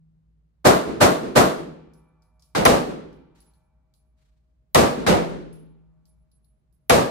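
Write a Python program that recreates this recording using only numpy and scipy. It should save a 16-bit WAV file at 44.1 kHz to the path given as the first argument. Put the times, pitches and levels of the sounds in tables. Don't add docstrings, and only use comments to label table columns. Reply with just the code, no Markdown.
import sys
import numpy as np
from scipy import signal
from scipy.fft import rfft, irfft, next_fast_len
from scipy.io import wavfile
from scipy.ndimage import map_coordinates

SR = 44100
rng = np.random.default_rng(int(sys.argv[2]) if len(sys.argv) > 2 else 0)


def master_out(mix):
    frames = np.transpose(np.atleast_2d(mix))
    ceiling = np.clip(frames, -1, 1)
    pcm = np.round(ceiling * 32767).astype(np.int16)
    wavfile.write(sys.argv[1], SR, pcm)


N = 313110
AGE = np.arange(2 * SR) / SR
BRIEF = np.arange(SR // 2) / SR

# (time [s], pistol, crack level [dB], boom level [dB], late swell level [dB],
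# ringing steel level [dB], standing wave level [dB])
SHOTS = [(0.643, "next", -15, -12, -27, -61, -39.5), (1.000, "next", -12, -13, -28.5, -61.5, -39.5),
         (1.350, "next", -14.5, -12.5, -34, -59, -38), (2.549, "far", -24, -21.5, -31.5, -65.5, -44.5),
         (2.652, "own", -12.5, -17, -31.5, -62, -36.5), (4.7466, "own", -15.5, -15.5, -27.5, -72.5, -37.5),
         (5.064, "far", -21.5, -16.5, -32.5, -67.5, -26.5), (6.8962, "own", -14, -16, -27.5, -64, -36.5)]
# (frequency [Hz], relative level [dB per Hz])
SLAP_COLOUR = [(250, -21.5), (550, -2.5), (750, -5), (1100, 0.5), (1500, -7.5), (3000, -15.5), (12000, -38)]


def amp(db):
    return 10 ** (np.asarray(db) / 20)


def unit(x):
    return x / np.sqrt(np.mean(x ** 2) + 1e-20)


def along(points, hz):
    f, v = np.transpose(points)
    return np.interp(np.log(hz + 1), np.log(f + 1), v)


def wobble(rate, size):
    knots = rng.standard_normal(int(size * rate / SR) + 4)
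    return map_coordinates(knots, [np.arange(size) * rate / SR])


def filtered(x, response):
    n = x.shape[-1]
    m = next_fast_len(n + SR // 4)
    return irfft(rfft(x, m) * response(np.fft.rfftfreq(m, 1 / SR)), m)[..., :n]


def add(track, s, sound):
    room = track[:, round(s * SR):][:, :sound.shape[-1]]
    room += sound[..., :room.shape[-1]]


def white(t=AGE):
    return rng.standard_normal((2, len(t)))


def field(noise, spectrum):
    # (frequency [Hz], side over mid [dB])
    width = [(50, -9), (150, -7), (280, -3.5), (450, -1.5), (800, 4), (1600, 0), (4000, 0), (14000, 0)]
    mid, side = filtered(noise, lambda hz: amp(along(spectrum, hz)))
    side = filtered(side, lambda hz: amp(along(width, hz)))
    return np.array([mid + side, mid - side]) / np.std(mid)


def dying(x, t60, hold):
    hz, t, z = signal.stft(x, SR, nperseg=512)
    fade = amp(-60 * np.maximum(t - hold, 0) / along(t60, hz)[:, None])
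    return signal.istft(z * fade, SR, nperseg=512)[1][:, :x.shape[-1]]


def swell(rise, t=AGE):
    return 1 - np.exp(-(t / rise) ** 2)


def ring(modes, scatter_db, t=AGE):
    out = np.zeros((2, len(t)))
    for hz, db, t60 in modes:
        phase = rng.uniform(0, 2 * np.pi) + rng.standard_normal((2, 1)) / 2
        strength = amp(db + scatter_db * rng.standard_normal())
        fade = strength * np.exp(-np.log(1000) * t / t60)
        out += fade * np.sin((2 * np.pi * hz * t + phase).astype(np.float32))
    return out * np.minimum(1, 10 * (t[-1] - t))


def shots_of(who):
    return [(s, *levels) for s, name, *levels in SHOTS if name == who]


def ventilation():
    # (frequency [Hz], relative level [dB per Hz])
    air_colour = [(20, -43), (39, -16), (58, -3.5), (86, -20), (150, -15), (250, -29), (400, -36.5),
                  (700, -43.5), (1500, -50.5), (4000, -60), (10000, -66), (16000, -73)]
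    # (frequency [Hz], mean level [dB])
    fan_lines = [(58, -67.5), (150, -81.5)]
    out = amp(-66.5 + .7 * wobble(1, N)) * field(rng.standard_normal((2, N)), air_colour)
    t = np.arange(N) / SR
    for hz, db in fan_lines:
        level = np.sqrt(2) * amp(db + 1.5 * wobble(3, N))
        out += level * np.sin(2 * np.pi * hz * t + 1.1 * wobble(6, N))
    return out


def scuffs():
    # (time [s], level [dB], rise [s], t60 [s])
    scrapes = [(3.345, -68, 0.0085, 0.62), (4.16, -77, .02, 0.94)]
    # (frequency [Hz], relative level [dB per Hz])
    colour = [(600, -6), (1500, 1.5), (4000, -2), (8000, -8), (15000, -16.5)]
    out = np.zeros((2, N))
    for s, db, rise, t60 in scrapes:
        level = amp(db - 60 * AGE / t60 + 2.5 * wobble(60, len(AGE)))
        add(out, s, field(white(), colour) * swell(rise) * level)
    return out


def contacts():
    # (time [s], first ping level [dB], first clack level [dB],
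    # first clack pitch [Hz], first hop [s], number of hops)
    landings = [(1.935, -72, -68, 5400, .286, 1), (2.395, -78.5, -66, 5230, 0, 0),
                (2.422, -70, -58.5, 5150, 0, 0), (3.127, -87, -68, 5310, 0, 0),
                (3.403, -62.5, -67, 4800, .535, 1), (3.535, -76, -75.5, 4200, 0, 0),
                (5.527, -60, -69.5, 5370, .527, 3), (6.725, -73.5, -92, 5280, 0, 0)]
    hop_shrink = .495
    ping_loss_db, clack_loss_db, wash_loss_db = 5, 2.2, 7.5
    clack_sag = 0.925
    for s, ping_db, clack_db, clack_hz, hop, hops in landings:
        wash_db = (ping_db + clack_db) / 2 - 3.5
        for k in range(round(hops) + 1):
            yield (s, ping_db - k * ping_loss_db, clack_db - k * clack_loss_db,
                   clack_hz * clack_sag ** k, wash_db - k * wash_loss_db)
            s = s + hop * hop_shrink ** k


def cases():
    # (frequency [Hz], relative level [dB], t60 [s])
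    brass = [(10790, -2.5, .4), (10800, -5.5, .42), (13470, -14, .15)]
    # (frequency [Hz], relative level [dB per Hz])
    clack_colour = [(1500, -20.5), (3200, -3), (5000, -1.5), (7000, -2.5), (10000, -1.5), (13500, -1.5),
                    (16000, -11.5)]
    out, t = np.zeros((2, N)), BRIEF
    for s, ping_db, clack_db, clack_hz, wash_db in contacts():
        ping = ring(brass, scatter_db=-4.5, t=t) * amp(2.5 * wobble(90, len(t)))
        noise = field(white(t), clack_colour)
        clack = unit(filtered(noise, lambda hz: 1 / (1 + 7j * (hz / clack_hz - clack_hz / (hz + 1)))))
        clack = clack * (amp(1 - 60 * t / 0.037) + amp(-13 - 60 * t / .33))
        slow_wash = amp(-2.5 - 60 * t / 0.4) * swell(0.0089, t)
        quick_wash = amp(9.0 - 60 * t / 0.016)
        wash = noise * (slow_wash + quick_wash)
        contact = amp(ping_db) * ping + amp(clack_db) * clack + amp(wash_db) * wash
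        add(out, s, contact * swell(0.0008, t))
    return out


def afterring(twin_db, split_hz, earlier_db):
    # (frequency [Hz], relative level [dB], t60 [s])
    fittings = [(463, 3, 1), (510, 8, 1.7), (738, -8, 2.8), (765, -6.5, 1.6), (808, -3, 2.7),
                (866, -2.5, 2.5), (894, 2.5, 2), (930, 0.5, 2.2), (990, -7.5, 2.8), (1023, -9.5, 2.2),
                (1060, -7, 2.1), (1130, -9, 3.2), (1170, -7, 2.9), (1250, -8, 2.5), (1330, -4.5, 1.9),
                (1367, -4.5, 2.4), (1432, -7.5, 2.2), (1530, -8.5, 2.4), (1723, -8.5, 2.1),
                (1846, -12.5, 1.9), (2008, -17, 2.7), (2300, -17, 3.8), (2370, -15.5, 3.2),
                (2552, -17, 2.1)]
    # (frequency [Hz], relative level [dB], t60 [s])
    standing = [(160.3, 1, 1.75), (285, -16, .9), (327, -14, 1), (347, -11, .85)]
    long_hz = (622.2, 629.1)
    long_modes = [(hz, -76, 12) for hz in long_hz]  # (Hz, mean dB when stirred, t60 s)
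    out = np.zeros((2, N))
    for s, *_, steel_db, wave_db in SHOTS:
        twins = [(hz + split_hz * rng.standard_normal(), db + twin_db, t60) for hz, db, t60 in fittings]
        steel = amp(steel_db) * ring(fittings + twins, scatter_db=1.5)
        waves = amp(wave_db) * ring(standing, scatter_db=3.0)
        add(out, s, (steel + waves) * swell(.025))
    t = np.arange(N) / SR
    for s, *_ in shots_of("own") + shots_of("next")[-1:]:
        long_ring = ring(long_modes, scatter_db=.5, t=t)
        add(out, s, long_ring * swell(.025, t) * amp(1.5 * wobble(7.6, N)))
    add(out, 0, amp(earlier_db) * ring(standing[:1], scatter_db=1.5))
    return out


def partition(ring_hz, db, t60, delay, rise, lag, blur):
    out, t = np.zeros((2, N)), BRIEF
    for s, *_ in shots_of("next"):
        phase = 2 * np.pi * ring_hz * (t - np.array([[0], [lag]])) + blur * wobble(280, len(t))
        rattle = np.sin(phase) + 0.25 * field(white(t), SLAP_COLOUR)
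        add(out, s + delay, amp(db - 60 * t / t60) * swell(rise, t) * rattle)
    return out


def pistol(shots, crack_colour, boom_colour, crack_rise, crack_hold, crack_t60,
           boom_rise, boom_hold, treble_hold, clump_db):
    # (frequency [Hz], t60 [s])
    boom_t60 = [(60, 0.19), (250, 0.56), (800, 0.42), (3000, 0.47), (12000, 0.38)]
    late_t60 = [(60, 1.4), (160, 1), (400, 0.82), (1100, 0.66), (3000, 0.87), (8000, 0.5), (14000, 0.52)]
    # (frequency [Hz], relative level [dB per Hz])
    late_colour = [(18, -45.5), (30, -21.5), (59, -8), (107, -18), (158, -2.5), (312, -2), (426, -2),
                   (754, -17), (1410, -21), (1780, -26.5), (8250, -44), (10400, -47.5), (11900, -67),
                   (13200, -56), (15000, -65.5)]
    out = np.zeros((2, N))
    crack_paths, boom_paths = white(), white()
    clumps = unit(amp(clump_db * wobble(900, len(AGE))))

    def fresh(paths):
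        return (2 * paths + white()) / np.sqrt(5)

    for s, crack_db, boom_db, late_db, *_ in shots:
        crack_fade = amp(-60 * np.maximum(AGE - crack_hold, 0) / crack_t60)
        crack = field(fresh(crack_paths), crack_colour) * swell(crack_rise) * crack_fade
        walls = field(fresh(boom_paths) * clumps, boom_colour)
        body = filtered(walls, lambda hz: 1 / (1 + (hz / 2000) ** 4))
        treble = walls - body
        boom = dying(body, boom_t60, boom_hold) + dying(treble, boom_t60, treble_hold)
        boom = boom * swell(boom_rise)
        add(out, s, amp(crack_db) * crack + amp(boom_db) * boom)
        late_swell = dying(field(white(), late_colour), late_t60, hold=0.051) * swell(0.043)
        add(out, s + .19, amp(late_db) * late_swell)
    return out


def muzzle(snap_db, t60, slap_db, slap_delay, slap_t60):
    # (frequency [Hz], relative level [dB per Hz])
    snap_colour = [(300, -15.5), (900, -3), (2500, -1.5), (6000, -0.5), (10000, -5.5), (16000, -6)]
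    # (frequency [Hz], mean level [dB], t60 [s])
    booth = [(247.6, -20.5, 0.77), (497, -10, 0.14), (682, -18, .3), (785, -24, 0.38), (1012, -24, .28),
             (1150, -24, 0.55), (1300, -24, 0.17)]
    out, t = np.zeros((2, N)), BRIEF
    for s, *_ in shots_of("own"):
        snap = field(white(t), snap_colour) * amp(snap_db - 60 * t / t60) * swell(.0006, t)
        add(out, s, snap + ring(booth, scatter_db=1.5, t=t) * swell(0.012, t))
        slap = field(white(t), SLAP_COLOUR) * amp(slap_db - 60 * t / slap_t60)
        add(out, s + slap_delay, slap * swell(0.0012, t))
    return out


def scene():
    # (frequency [Hz], relative level [dB per Hz])
    own_crack = [(35, -41.5), (60, -8.5), (244, -15), (651, 1), (1110, -7.5), (1380, -15.5), (1950, -10),
                 (3040, -17), (8920, -33), (10000, -18.5), (11800, -27), (13300, -28), (16000, -47.5)]
    own_boom = [(18, -40.5), (30, -14.5), (112, -6.5), (266, -7), (394, -9), (486, -3.5), (1070, -16),
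                (1220, -14.5), (1460, -21.5), (1590, -17.5), (1860, -20.5), (8300, -30.5), (12000, -36.5),
                (13300, -34), (16000, -63.5)]
    next_crack = [(59, -37), (100, -5.5), (271, -4), (736, -2.5), (991, -7), (2040, -7.5), (3400, -17),
                  (8640, -19), (11600, -32.5), (13200, -29.5), (16000, -44)]
    next_boom = [(18, -41.5), (30, -26), (59, -10.5), (112, -11.5), (233, -2.5), (394, -5.5), (512, -6.5),
                 (632, -3.5), (844, -11), (1220, -12), (2410, -22.5), (9970, -31), (11700, -37.5),
                 (13300, -32), (16000, -53)]
    far_crack = [(59, -29), (100, -4.5), (1870, -8), (3250, -20), (3700, -15), (9610, -30), (11900, -33.5),
                 (13500, -34.5), (16000, -47)]
    far_boom = [(18, -44.5), (30, -12.5), (95, -9.5), (184, -0.5), (259, -7), (336, -4), (554, -4),
                (1190, -16), (1960, -18.5), (9460, -33), (12000, -42.5), (13300, -34.5), (16000, -69.5)]
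    room = ventilation() + scuffs() + cases()
    ringing = afterring(twin_db=-1, split_hz=9.2, earlier_db=-56.5)
    wall = partition(ring_hz=606, db=-7.0, t60=0.05, delay=.012, rise=0.0022, lag=0.00044, blur=1.1)
    far = pistol(shots_of("far"), far_crack, far_boom, crack_rise=0.001, crack_hold=.015, crack_t60=0.098,
                 boom_rise=.013, boom_hold=0.084, treble_hold=.035, clump_db=-1.0)
    beside = pistol(shots_of("next"), next_crack, next_boom, crack_rise=0.025, crack_hold=.024, crack_t60=0.14,
                    boom_rise=0.011, boom_hold=0.059, treble_hold=0.03, clump_db=-1.0)
    own = pistol(shots_of("own"), own_crack, own_boom, crack_rise=0.0019, crack_hold=0.011, crack_t60=0.045,
                 boom_rise=0.014, boom_hold=0.087, treble_hold=0.046, clump_db=0.0)
    direct = muzzle(snap_db=-10.5, t60=0.015, slap_db=-11.0, slap_delay=.0075, slap_t60=0.095)
    return room + ringing + wall + far + beside + own + direct


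def record(dry):
    # (frequency [Hz], gain [dB])
    port = [(3300, -0.5), (4100, 2), (5200, 0.05), (11000, 1), (11600, -9), (12100, -15), (12700, 3),
            (13700, 2.5), (14500, 1), (15100, -16), (15700, -4.5), (16300, -21)]
    x = filtered(dry, lambda hz: amp(along(port, hz)))
    x = x / (1 + np.abs(x) ** 8) ** (1 / 8)
    return filtered(x, lambda hz: hz < 16400)


dry = scene()
out = record(dry)
master_out(out)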